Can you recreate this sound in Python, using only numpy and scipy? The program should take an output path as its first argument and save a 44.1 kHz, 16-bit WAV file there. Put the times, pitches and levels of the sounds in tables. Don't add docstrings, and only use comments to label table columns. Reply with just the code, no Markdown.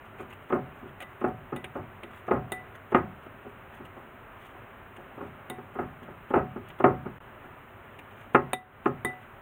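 import sys
import numpy as np
from scipy import signal
from scipy.fft import rfft, irfft, next_fast_len
from scipy.io import wavfile

SR = 44100
rng = np.random.default_rng(int(sys.argv[2]) if len(sys.argv) > 2 else 0)


def master_out(mix):
    frames = np.transpose(np.atleast_2d(mix))
    ceiling = np.clip(frames, -1, 1)
    pcm = np.round(ceiling * 32767).astype(np.int16)
    wavfile.write(sys.argv[1], SR, pcm)


N = 414981
AGE = np.arange(int(.5 * SR)) / SR


def undb(db):
    return 10 ** (np.asarray(db) / 20)


def rms(x):
    return np.sqrt(np.mean(x ** 2))


def gain_at(hz, points):
    point_hz, db = np.transpose(points)
    return undb(np.interp(np.log(hz + 1), np.log(point_hz), db))


def colour(x, points):
    size = 2 * next_fast_len(len(x) // 2 + 1024)
    gains = gain_at(np.fft.rfftfreq(size, 1 / SR), points)
    cepstrum = irfft(np.log(gains))
    causal = np.r_[cepstrum[0], 2 * cepstrum[1:size // 2]]
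    return irfft(rfft(x, size) * np.exp(rfft(causal, size)))[:len(x)]


def noise(points, size):
    white = rfft(rng.standard_normal(2 * next_fast_len(size // 2 + 1)))
    x = irfft(white * gain_at(np.linspace(0, SR / 2, len(white)), points))[:size]
    return x / rms(x)


def fade(t60, rise):
    return (1 - np.exp(-AGE / rise)) * np.exp(-np.log(1000) * AGE / t60)


def ring(notes, rise, detune):
    shift, phase = rng.uniform(-0.92, 1, (len(notes), 2)).T[:, :, None]
    hz, db, t60 = np.transpose(notes)[:, :, None]
    waves = np.sin(2 * np.pi * hz * (1 + detune * shift) * AGE + np.pi * phase)
    return (undb(db) * fade(t60, rise) * waves).sum(axis=0)


def add(track, start, sound):
    i = max(int(start * SR), 0)
    track[i:i + len(sound)] += sound[:len(track) - i]


# frequency in Hz, relative level in dB.
ROOM_TONE = [(15, -40.5), (25, -6), (70, -5.5), (101, 0), (190, -8.5), (231, -4), (335, -10.5), (374, -2.5),
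             (465, -10), (632, -5.5), (752, -8), (1330, -6.5), (2910, -19), (4040, -38), (4600, -70),
             (5980, -76.5), (10100, -120)]
HISS_TONE = [(3410, -59), (5800, -28), (5900, -29.5), (6530, -16), (7630, -17.5), (9070, -11.5),
             (12100, -18.5), (15100, 0), (15900, -8.5)]


def background():
    knots = np.arange(0, N, SR // 9)
    waver_db = 0.46 * np.interp(np.arange(N), knots, rng.standard_normal(len(knots)))
    room = noise(ROOM_TONE, N) * undb(-49 + waver_db)
    hum = undb(-60) * np.sin(2 * np.pi * 99 * np.arange(N) / SR)
    hiss = noise(HISS_TONE, N) * undb(-69.5)
    return room + hum + hiss


def squelch(length, db, tone):
    size = int(length * SR)
    happens = rng.random(size) < 3000 / SR
    cracks = happens * rng.standard_normal(size) * undb(4.1 * rng.exponential(size=size))
    smear = (rng.standard_normal(len(AGE)) * fade(0.043, rise=.0002))[:SR // 20]
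    wet = colour(signal.fftconvolve(cracks * np.hanning(size), smear), tone)
    return wet * undb(db) / (rms(wet[:size]) + 1e-12)


# frequency in Hz, relative level in dB.
MASH_TONE = [(200, -1), (800, 5), (2000, 5), (3200, -0.5), (4200, -21), (8000, -30)]
CRACKLE_TONE = [(2000, -22.5), (4500, -10), (6600, -4.5), (7800, -6.5), (8900, 0.5), (10400, -6),
                (12500, -6.5), (15000, -1.5)]


def squish(length, db):
    return squelch(length, db, MASH_TONE) + squelch(length, db - 11.5, CRACKLE_TONE)


# start in seconds, length in seconds, level in dB.
SQUELCHES = [(0.16, 0.092, -53), (0.29, 0.035, -54), (.322, 0.017, -47.5), (0.996, 0.046, -44),
             (2.087, 0.16, -57), (2.743, 0.024, -50), (3.681, .15, -59), (3.848, 0.012, -49),
             (4.3, 0.29, -60.5), (4.954, 0.023, -52.5), (6.022, .02, -55.5), (6.597, 0.18, -56.5),
             (7.984, 0.012, -46), (8.1, 0.21, -61.5)]


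def mash():
    out = np.zeros(N)
    for start, length, db in SQUELCHES:
        add(out, start, squish(length, db))
    faint_per_second = 1.5
    for when, size, strength in rng.random((int(faint_per_second * N / SR), 3)):
        add(out, when * N / SR, squish(length=0.05 + 0.1 * size, db=-64 + 2 * strength))
    return out


# frequency in Hz, relative level in dB.
ECHO_TONE = [(30, -24), (70, -3.5), (130, 1.5), (260, -2.5), (400, -12), (600, -7), (1300, -10),
             (2000, -19), (3200, -37.5), (4500, -55), (15000, -61)]


def kitchen_echo():
    wash = noise(ECHO_TONE, len(AGE))
    low = signal.sosfiltfilt(signal.butter(2, 247, fs=SR, output="sos"), wash)
    return low * fade(0.62, rise=0.031) + (wash - low) * fade(0.2955, rise=0.011)


# pitch in Hz, relative level in dB, basic time to fade by 60 dB in seconds.
BOARD_NOTES = [(135, -15.5, 0.54), (226.8, -6, 0.19), (252, -5.5, 0.24), (344.8, -3, 0.19),
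               (370.8, -3.5, 0.1973), (404.4, -2.5, 0.21), (448.3, -7.5, 0.13), (534, -8.5, 0.15),
               (560.5, -9, 0.19), (672, -16.5, .12), (746.1, -5, 0.15), (839, -4, 0.13), (893, -6.5, 0.13),
               (1073.8, -6, 0.176), (1175, -6, 0.075), (1246, -2, 0.128), (1291, -5.5, 0.16),
               (1396, -6, 0.12), (1440, -7.5, 0.094), (1655, -11.5, 0.13), (1720, -15, 0.1),
               (1775, -19.5, 0.15), (1860, -12.5, 0.1), (1925, -20.5, 0.23), (2073, -13, 0.11),
               (2390, -23, 0.096), (2640, -23.5, 0.13), (2910, -26, .08)]
GLASS_NOTES = [(741.7, 4, 0.38), (1984, 6.5, 0.27), (3628, -0.5, 0.07), (3692, -2.5, 0.058),
               (3740, -1, 0.052), (7900, -22.5, 0.045), (8660, -13, 0.04), (9210, -18, 0.035),
               (9800, -15, 0.04), (10500, -16, 0.063), (10560, -17, 0.04), (11700, -18, 0.057),
               (14050, -16.5, .03), (15350, -14, .03)]
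# frequency in Hz, relative level in dB.
CRUNCH_TONE = [(500, -9), (1200, -0.5), (1900, 0), (2800, -1.5), (3400, -17), (4300, -31), (8000, -45)]
THUD_TONE = [(40, -29), (130, -20), (240, 8), (370, 4.5), (490, -1.5), (740, 3.5), (990, -3.5), (1250, 4),
             (1800, -12.5), (2250, -14.5), (2800, -20.5), (4000, -57), (7000, -51.5), (15000, -45)]


def knock(db, brightness, bass_db, chatter_db):
    cushion = undb(-.45 * (db + 8.5))
    stretch = undb(0.18 * (db + 3.5))
    crunch = noise(CRUNCH_TONE, len(AGE)) * fade(0.051, rise=0.00048 * cushion) / max(cushion, 1)
    notes = [(hz, level, t60 * stretch) for hz, level, t60 in BOARD_NOTES]
    body = ring(notes, rise=0.0019 * cushion, detune=0.0024)
    thud = noise(THUD_TONE, len(AGE)) * fade(0.044, rise=0.0051 * cushion)
    chatter = ring(BOARD_NOTES, rise=0.032, detune=0.013)
    chatter += undb(8.5) * noise(THUD_TONE, len(AGE)) * fade(0.143, rise=0.046)
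    chatter *= 1 - np.exp(-AGE / 0.022)
    wall_hum = ring(GLASS_NOTES[:1], rise=0.032, detune=0.00092)
    blow = undb(-11) * crunch + undb(-3.5) * body + undb(8.5) * thud + undb(chatter_db - 4.5) * chatter
    blow += undb(0.89 * chatter_db - 18.5) * wall_hum
    blow += undb(.5 * chatter_db - 10.5) * kitchen_echo()
    blow = colour(blow, [(230, bass_db), (500, 0), (3200, brightness * np.log2(3200 / 500))])
    return blow * undb(db - 11.5) / rms(blow[:SR // 40])


# time of the knock in seconds, strength in dB, brightness in dB per octave,
# extra bass in dB, chatter in dB, seconds spent sinking through the mash before the knock.
PUSHES = [(0.203, -26.5, -8, 0, -6, .012), (0.525, -11, -3.5, -4, 5.5, 0.024),
          (1.242, -11.5, -4, -5, 5, 0.029), (1.755, -22, -4.5, -0.5, 4.5, 0.00085),
          (2.311, -8.5, -3.5, -2, 7.5, .031), (2.948, -4.5, 0.4, 0.5, 0.5, .028),
          (3.465, -32, -9, 0, -9, .017), (3.968, -35.5, -3.5, -5, -5, 0.00058),
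          (4.547, -40.5, -4, -12, -5, 0), (4.98, -37.5, -10, -11, -4, 0.0011),
          (5.209, -25.5, -3.5, 2.5, 1.5, 0.033), (5.789, -16.5, -3, -1.5, 2, .036),
          (6.339, -8.5, -2.5, -3.5, 11.5, .035), (6.842, -2, -4.5, -6.5, 3, 0.042),
          (7.441, -37.5, -1, 0, -7, 0.00099), (8.348, -2.5, .6, -4, -11, 0),
          (8.859, -8.5, -1.8, -1, -8.5, 0)]


def pushes():
    out = np.zeros(N)
    for start, db, brightness, bass_db, chatter_db, sink in PUSHES:
        add(out, start - .0015, knock(db, brightness, bass_db, chatter_db))
        landing = start - sink
        add(out, landing, knock(-14.5 + .65 * db, brightness=-3.5, bass_db=-3, chatter_db=-0.92))
        add(out, landing - .025, squish(length=0.036, db=-54 + .4 * db))
        add(out, start - .02, squelch(length=0.077, db=-65.5 + .35 * (db + 5.5), tone=CRACKLE_TONE))
    return out


# start in seconds, strength in dB.
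LIFTS = [(0.826, -33), (0.849, -34.5), (1.523, -19.5), (2.029, -33), (3.263, -35), (3.8, -32),
         (5.581, -29.5), (6.014, -34), (6.078, -33), (6.56, -23), (7.057, -22.5)]


def lifts():
    out = np.zeros(N)
    for start, db in LIFTS:
        add(out, start, knock(db, brightness=-3, bass_db=5.5, chatter_db=-6.5))
    return out


# frequency in Hz, relative level in dB.
TICK_TONE = [(50, -8), (300, 16), (1500, 11.5), (2600, -2), (3700, -3), (4300, -6), (6200, -21),
             (7000, 1.5), (7900, -20), (8800, 14), (10400, -3), (12300, -11), (14200, 0.5), (15500, -3)]
CLACK_TONE = [(800, -24.5), (1600, -4), (2400, 2), (3000, -2.5), (3500, -7), (4500, -31), (8000, -33)]
# start in seconds, then the strengths in dB of the treble,
# the dull body, the clack and the low wall notes, then the second wall note's extra push in dB.
CLINKS = [(1.0036, -44, -52, -42, -53.5, 3), (1.0248, -48, -47, -51, -57, 3),
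          (1.5613, -37.5, -33.5, -43, -49.5, 2), (1.6425, -40.5, -41, -36, -59, -8),
          (2.0327, -48, -42.5, -40.5, -61, 0.5), (2.5196, -25, -35.5, -42, -40, 4),
          (5.4988, -31, -31, -44, -45, -4), (8.532, -22, -30, -33, -34, -8),
          (9.0478, -24.5, -26, -44, -34.5, 6.5)]


def clink(treble_db, body_db, clack_db, ring_db, place_db):
    odd_db, even_db = ring_db - place_db / 2, ring_db + place_db / 2
    drives = [odd_db, even_db] + [odd_db] * 3 + [treble_db] * (len(GLASS_NOTES) - 5)
    wall_notes = [(hz, level + drive, t60) for (hz, level, t60), drive in zip(GLASS_NOTES, drives)]
    wall = ring(wall_notes, rise=0.0013, detune=0.0014)
    echoes = rng.standard_normal(len(AGE)) * fade(0.18, rise=.012)
    reflected = signal.fftconvolve(wall, echoes / np.linalg.norm(echoes))[:len(AGE)]
    glass = undb(-0.5) * wall + undb(-11) * reflected
    tick_shape = fade(0.023, rise=0.00031) + undb(-19) * fade(0.166, rise=0.0018)
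    tick = noise(TICK_TONE, len(AGE)) * tick_shape
    clack = noise(CLACK_TONE, len(AGE)) * fade(0.055, rise=0.00025)
    body_notes = [(hz, level - 3.9 * np.log2(hz / 250), t60) for hz, level, t60 in BOARD_NOTES]
    body = ring(body_notes, rise=0.0023, detune=0.0068)
    return glass + undb(treble_db + 2.5) * tick + undb(clack_db + 1.5) * clack + undb(body_db - 2.5) * body


# frequency in Hz, level change in dB.
HOUSING_TONE = [(3700, 0), (4200, -5.5), (4700, -12.5), (5700, -15), (6300, -3.5)]


def scene():
    room = background()
    bowl = pushes() + lifts()
    for start, *levels in CLINKS:
        add(bowl, start, clink(*levels))
    return (colour(bowl + mash(), HOUSING_TONE) + room)[None]


# time in seconds, level change in dB.
LEVEL_DIPS = [(7.184, 0), (7.187, -22), (7.201, -24), (7.204, 0), (8.535, 0), (8.57, -7), (8.65, -8),
              (8.86, -1), (8.95, 0)]


def record(dry):
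    dip_db = np.interp(np.arange(N) / SR, *np.transpose(LEVEL_DIPS))
    treble_cut = signal.ellip(10, .2, 70, 15900, fs=SR, output="sos")
    return signal.sosfilt(treble_cut, dry * undb(dip_db))


dry = scene()
out = record(dry)
master_out(out)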